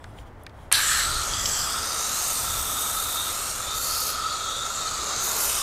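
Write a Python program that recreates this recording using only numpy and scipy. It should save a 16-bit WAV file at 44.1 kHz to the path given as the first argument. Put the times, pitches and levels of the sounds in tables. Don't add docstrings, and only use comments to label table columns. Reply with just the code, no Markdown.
import sys
import numpy as np
from scipy import signal
from scipy.fft import rfft, irfft, next_fast_len
from scipy.io import wavfile
from scipy.ndimage import uniform_filter1d, map_coordinates

SR = 44100
rng = np.random.default_rng(int(sys.argv[2]) if len(sys.argv) > 2 else 0)


def wrap_up_sound(samples):
    columns = np.atleast_2d(samples).T
    tamed = np.clip(columns, -1, 1)
    steps = np.round(tamed * 32767).astype(np.int16)
    wavfile.write(sys.argv[1], SR, steps)


N = 247842
TIME_S = np.arange(N) / SR


def amp(db):
    return 10 ** (np.asarray(db) / 20)


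def unit(x):
    return x / np.sqrt(np.mean(x ** 2) + 1e-20)


def curves(rows, t=TIME_S):
    s, *cols = np.transpose(rows)
    return [np.interp(t, s, c) for c in cols]


def wobble(rate):
    points = rng.standard_normal(int(N * rate / SR) + 4)
    return map_coordinates(points, [np.arange(N) * rate / SR])


def swells(rows):
    return sum(amp(db) * np.exp(-(2 * (TIME_S - s) / length) ** 2) for s, length, db in rows)


def filtered(x, response):
    size = next_fast_len(len(x) + 8192)
    spectrum = rfft(x, size) * response(np.fft.rfftfreq(size, 1 / SR))
    return irfft(spectrum, size)[:len(x)]


def coloured(x, spectrum):
    f, db = np.transpose(spectrum)
    return unit(filtered(x, lambda hz: amp(np.interp(np.log(hz + 1), np.log(f), db))))


def bell(hz, centre, half_width):
    return 1 / (1 + ((hz - centre) / half_width) ** 2)


def swept(x, gain):
    hz, t, z = signal.stft(x, SR, nperseg=1024, noverlap=768)
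    return signal.istft(z * gain(hz[:, None], t), SR, nperseg=1024, noverlap=768)[1][:N]


def turbulence(patchy_db):
    def patches(hz, t):
        field = rng.standard_normal((len(hz), len(t)))
        smooth_in_pitch = uniform_filter1d(field, size=8, axis=0)
        smooth = uniform_filter1d(smooth_in_pitch, size=24, axis=1)
        return amp(patchy_db * unit(smooth))
    return unit(swept(rng.standard_normal(N), patches))


def droplets(rate, scatter_db):
    lands = rng.random(N) < rate / SR
    sign = rng.choice([-1, 1], N)
    size_db = scatter_db * np.clip(rng.standard_normal(N), -2, 2)
    return unit(lands * sign * amp(size_db))


def resonance(centre_hz, half_width_hz):
    def gain(hz, t):
        centre = np.interp(t, TIME_S, np.broadcast_to(centre_hz, N))
        half_width = np.interp(t, TIME_S, np.broadcast_to(half_width_hz, N))
        return bell(hz, centre, half_width) / np.sqrt(half_width)
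    drive = turbulence(patchy_db=3.0) + amp(-6.0) * droplets(rate=1000, scatter_db=9.5)
    return unit(swept(drive, gain))


# (per Hz, relative)
TRAFFIC_COLOUR = [(60, -11), (110, -6), (160, -15), (250, -12), (450, -15.5), (800, -13), (1250, -19.5),
                  (2000, -26), (2800, -36.5), (4500, -43), (15000, -53)]
# (per Hz, relative)
RUSTLE_COLOUR = [(1000, 4), (2600, 2), (3300, 11), (3800, 0), (4400, -4), (5400, -2), (9000, -2),
                 (14000, -11.5), (16000, -12)]
# peak_s, length_s, level_db
RUSTLES = [(0.08, .25, -61), (0.198, 0.063, -55), (0.275, 0.036, -60), (0.42, .06, -64),
           (0.62, 0.15, -59.5)]


def surroundings():
    traffic = amp(-47.0) * coloured(rng.standard_normal(N), TRAFFIC_COLOUR)
    rub = coloured(turbulence(patchy_db=3.0), RUSTLE_COLOUR)
    rustle = swells(RUSTLES) * amp(.6 * wobble(60)) * rub
    return traffic + rustle


# (per Hz, relative)
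WIND_COLOUR = [(11, -38), (18, 2), (70, 2.5), (105, -1.5), (150, -9.5), (190, -16), (250, -50), (420, -120)]
# peak_s, length_s, level_db
GUSTS = [(1.3, 0.77, -39.5), (2.58, 0.27, -42)]
BREEZE_DB = -46.6


def wind():
    common = coloured(rng.standard_normal(N), WIND_COLOUR)
    apart = amp(-22.0) * coloured(rng.standard_normal(N), WIND_COLOUR)
    strength = (amp(BREEZE_DB) + swells(GUSTS)) * amp(1.0 * wobble(10))
    left = common + apart
    right = amp(-0.9) * common - apart
    return strength * np.array([left, right])


# start_s, level_db (before the bass cut), pitch_hz, width_hz (full), fade_s (time to drop 60 dB)
CLICKS = [(0.042, -36, 1670, 600, 0.031), (0.0416, -38.5, 4470, 6000, 0.014),
          (0.186, -41.5, 2800, 1000, 0.024), (0.435, -46, 11000, 4000, .015),
          (0.4653, -33.5, 3460, 7000, 0.013), (0.467, -35.5, 1700, 1400, 0.027),
          (0.495, -48, 3000, 4000, .02), (0.7156, -17.5, 1460, 2290, 0.029), (0.7254, -2, 9200, 2840, 0.01),
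          (0.7268, -14, 2600, 3500, 0.018), (1.336, -24.5, 4750, 300, 0.033),
          (1.337, -28, 3300, 250, 0.045), (1.4565, -17.5, 5100, 900, 0.028), (1.457, -25, 3260, 500, 0.034),
          (4.877, -30, 4350, 400, .06)]
CLICK_LOWEST_HZ = 750


def clicks():
    out = np.zeros(N)
    t = np.arange(SR // 8) / SR
    for start_s, level_db, pitch_hz, width_hz, fade_s in CLICKS:
        decay = amp(-60 * t / fade_s)
        ringing = filtered(rng.standard_normal(len(t)), lambda hz: bell(hz, pitch_hz, width_hz * .5))
        snap = decay * ringing
        snap *= np.linalg.norm(decay) / np.linalg.norm(snap)
        out[round(start_s * SR):][:len(t)] += amp(level_db) * snap
    bass_cut = signal.butter(2, CLICK_LOWEST_HZ, "highpass", fs=SR, output="sos")
    return signal.sosfilt(bass_cut, out)


OPEN_S = 0.7155
AIR_END_S, AIR_RELEASE_S = 1.0, 0.07
AIR_HISS_DB, AIR_RASP_DB, AIR_FIZZ_DB, AIR_WASH_DB = 7, 5.5, 3.5, -11
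BLAST_S, BLAST_LENGTH_S, BLAST_DB = .748, 0.055, 8


def trapped_air():
    return np.clip(1 - (TIME_S - AIR_END_S) / AIR_RELEASE_S, 0, 1)


def blast_boost_db():
    return BLAST_DB * swells([(BLAST_S, BLAST_LENGTH_S, 0)])


# time_s, pitch_hz, level_db (before the air and blast boosts)
RASP = [(1.0, 3270, -44), (1.15, 3700, -39), (1.27, 3400, -44.5), (1.345, 3320, -37), (1.62, 3280, -35.5),
        (1.87, 3730, -38.5), (2.12, 3800, -44), (2.32, 3770, -45.5), (2.52, 3600, -37.5),
        (3.2, 3700, -35.5), (3.47, 3620, -52.5), (3.72, 3750, -37.5), (3.95, 3460, -48.5), (4.5, 3620, -36),
        (4.85, 3700, -41), (5.28, 3790, -38.5), (5.48, 3770, -41), (5.62, 3630, -36.5)]


def rasp_motion():
    pitch_hz, level_db = curves(RASP)
    return pitch_hz, level_db, level_db - level_db.mean()


# (per Hz, relative)
HISS_COLOUR = [(300, -20), (900, -7), (1600, -18), (2300, -2.5), (2900, 1), (4000, -9.5), (5000, -1),
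               (5900, 3), (7000, -18), (8600, 0.5), (10200, -2), (12200, -5), (13300, -14), (16000, -38)]
HISS_DB, HISS_TRADE = -37.5, 0.55
HISS_FADE_DB_PER_S = 1.67
SPLASH_S, SPLASH_LENGTH_S, SPLASH_DB = 5.54, 0.28, -32.5


def hiss():
    patter = turbulence(patchy_db=1.3) + amp(-5) * droplets(rate=1500, scatter_db=5)
    _, _, ring_db = rasp_motion()
    level_db = HISS_DB - HISS_TRADE * ring_db + AIR_HISS_DB * trapped_air()
    level_db -= HISS_FADE_DB_PER_S * (TIME_S - OPEN_S)
    splash = swells([(SPLASH_S, SPLASH_LENGTH_S, SPLASH_DB)])
    return (amp(level_db + .5 * blast_boost_db()) + splash) * coloured(patter, HISS_COLOUR)


# time_s, level_db (only its distance from the average is used)
TREBLE = [(1.08, -42.5), (1.37, -47), (1.47, -38.5), (1.81, -43), (2.29, -35), (3.13, -34.5), (3.71, -45),
          (3.77, -36), (4.08, -32), (4.19, -50), (4.56, -50.5), (5.19, -48), (5.24, -32.5), (5.33, -35),
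          (5.43, -29), (5.62, -39.5)]
# (per Hz, relative)
MIST_COLOUR = [(3000, -13), (6500, 1), (8800, 0), (10000, 1.5), (11300, 2), (12500, 3.5), (14000, 0),
               (15000, -4.5), (16000, -29)]
MIST_DB, MIST_GROWS = -39.5, 1.12


def mist():
    prickle = turbulence(patchy_db=1.6) + amp(-1) * droplets(rate=3000, scatter_db=5)
    treble_db, = curves(TREBLE)
    level_db = MIST_DB + MIST_GROWS * (treble_db - treble_db.mean())
    level_db += AIR_FIZZ_DB * trapped_air() + 1.4 * wobble(260)
    return amp(level_db) * coloured(prickle, MIST_COLOUR)


# time_s, level_db (before the trim and air change in wash)
WASH_LEVEL = [(1.1, -38), (1.7, -37), (4.65, -40), (5.4, -34.5), (5.62, -37.5)]
# (per Hz, relative)
WASH_COLOUR = [(60, -29), (170, -4), (300, -6), (600, 1), (1000, 0.8), (1600, -2.5), (3000, -8),
               (8000, -55.8)]


def wash():
    drops = turbulence(patchy_db=1.1) + amp(-6) * droplets(rate=700, scatter_db=1.0)
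    level_db = curves(WASH_LEVEL)[0] - 2.0 + AIR_WASH_DB * trapped_air()
    return amp(level_db) * coloured(drops, WASH_COLOUR)


# time_s, level_db (before the core and skirt trims)
NOTE_LEVEL = [(0.85, -38.5), (1.1, -32), (1.28, -36.5), (1.52, -42), (1.75, -34.5), (2.22, -38.5),
              (2.5, -35), (2.8, -37.5), (3.15, -36), (3.42, -36), (3.85, -35), (4.7, -35.5), (5.62, -38)]
# time_s, half_width_hz
HOLLOW_WIDTH = [(1.0, 94), (3.8, 62), (4.85, 64), (5.3, 190)]
HOLLOW_HZ, HOLLOW_HZ_PER_DB = 1292, 5.5


def hollow_note():
    level_db, = curves(NOTE_LEVEL)
    pitch_hz = HOLLOW_HZ + HOLLOW_HZ_PER_DB * (level_db - level_db.mean())
    core = amp(-1.5) * resonance(pitch_hz, curves(HOLLOW_WIDTH)[0])
    skirt = amp(-4.0) * resonance(pitch_hz, half_width_hz=155)
    return amp(level_db) * (core + skirt)


# time_s, pitch_hz, level_db (before the trim and boosts)
CHIRR = [(0.9, 3950, -36), (1.15, 4260, -31), (1.28, 4330, -38), (1.45, 4850, -34.5), (1.85, 5080, -34),
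         (2.08, 4230, -36.5), (2.3, 4630, -36), (2.8, 4350, -45), (3.15, 4140, -38.5), (3.65, 4200, -40.5),
         (3.95, 4560, -31), (4.6, 4400, -40.5), (4.95, 4330, -35.5), (5.35, 4480, -35), (5.62, 4600, -46)]
RASP_WIDTH_HZ, CHIRR_WIDTH_HZ = 245, 580
RASP_SHARPENS = .02


def rasp():
    pitch_hz, level_db, ring_db = rasp_motion()
    half_width_hz = RASP_WIDTH_HZ * np.exp(-RASP_SHARPENS * ring_db)
    main = amp(level_db) * resonance(pitch_hz, half_width_hz)
    chirr_hz, chirr_db = curves(CHIRR)
    chirr = amp(chirr_db - 1.5) * resonance(chirr_hz, CHIRR_WIDTH_HZ)
    return amp(AIR_RASP_DB * trapped_air() + blast_boost_db()) * (main + chirr)


# time_s, pitch_hz, level_db
SIZZLE = [(0.77, 6150, -43), (0.88, 6200, -40), (1.27, 6550, -35), (1.5, 5940, -32.5), (1.7, 6100, -39),
          (2.0, 6550, -30.5), (2.3, 6950, -32.5), (2.7, 6400, -39), (3.5, 7000, -37), (3.92, 6800, -35),
          (4.15, 6750, -39), (4.95, 6920, -33), (5.3, 6850, -30), (5.62, 6300, -33)]


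def sizzle():
    pitch_hz, level_db = curves(SIZZLE)
    return amp(level_db) * resonance(pitch_hz, half_width_hz=870)


# time_s, level_db (before the air boost)
FIZZ_LEVEL = [(0.79, -36.5), (0.88, -28), (1.0, -34.5), (1.12, -34.5), (1.27, -37.5), (1.48, -30.5),
              (2.0, -38), (2.35, -33.5), (3.55, -37.5), (3.9, -49), (4.35, -44), (5.25, -52), (5.5, -35)]
FIZZ_RATIO = 2.295


def fizz():
    rasp_hz, _, _ = rasp_motion()
    level_db = curves(FIZZ_LEVEL)[0] + AIR_FIZZ_DB * trapped_air()
    return amp(level_db) * resonance(FIZZ_RATIO * rasp_hz, half_width_hz=580)


def jet():
    return hiss() + mist() + wash() + hollow_note() + rasp() + sizzle() + fizz()


GARGLE_HZ, GARGLE_DB = 1725, -30
GARGLE_DROP_DB, GARGLE_FADE_DB_PER_S = 12.5, 8
POCKET_S, POCKET_LENGTH_S, POCKET_DB, POCKET_SINK_HZ_PER_S = 1.535, 0.38, -41.5, 1800


def purge():
    gargle_db = GARGLE_DB - GARGLE_DROP_DB * (1 - trapped_air())
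    gargle_db -= GARGLE_FADE_DB_PER_S * np.maximum(TIME_S - AIR_END_S, 0)
    gargle = amp(gargle_db) * resonance(GARGLE_HZ, half_width_hz=250)
    since_peak_s = np.clip(TIME_S - POCKET_S, -POCKET_LENGTH_S, POCKET_LENGTH_S)
    pocket_hz = GARGLE_HZ - POCKET_SINK_HZ_PER_S * since_peak_s
    pocket_swell = swells([(POCKET_S, POCKET_LENGTH_S, POCKET_DB)])
    pocket = pocket_swell * resonance(pocket_hz, half_width_hz=190)
    return (gargle + pocket) * amp(1.5 * wobble(110))


# time_s, delay_ms
ECHO = [(0.75, 5.7), (1.52, 5.0), (1.82, 4.6), (2.08, 3.85), (2.5, 3.1), (3.1, 2.3), (3.42, 1.88),
        (3.75, 1.6), (4.4, 1.53), (4.75, 1.53), (5.05, 1.75), (5.25, 1.97), (5.62, 1.9)]
PANELS = [(1, 1), (1.2, .7), (1.38, .6), (1.5, .45)]
ECHO_AT_1_MS = .3
BUILD_S, BUILD_DB = 0.027, 5


def spray():
    since_s = TIME_S - OPEN_S
    valve = np.clip(since_s / 0.00087, 0, 1)
    flutter_db = 0.17 * wobble(45) + .5 * wobble(220)
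    flow_db = 0.4 - BUILD_DB * np.clip(1 - since_s / BUILD_S, 0, 1) + flutter_db
    direct = valve * (jet() + purge()) * amp(flow_db)
    delay_ms, = curves(ECHO)
    lag = delay_ms * SR / 1000
    strength = ECHO_AT_1_MS / delay_ms
    echoes = sum(share * map_coordinates(direct, [np.arange(N) - multiple * lag])
                 for multiple, share in PANELS)
    echo_energy = strength ** 2 * sum(share ** 2 for multiple, share in PANELS)
    return (direct + strength * echoes) / np.sqrt(1 + echo_energy)


def scene():
    return surroundings() + wind() + clicks() + spray()


TOP_HZ = 15780


def record(dry):
    rounded = dry / (1 + np.abs(dry / .8) ** 6) ** (1 / 6)

    def band_limit(hz):
        return np.clip((TOP_HZ - hz) / 300 + .5, 0, 1)
    return np.array([filtered(channel, band_limit) for channel in rounded])


dry = scene()
out = record(dry)
wrap_up_sound(out)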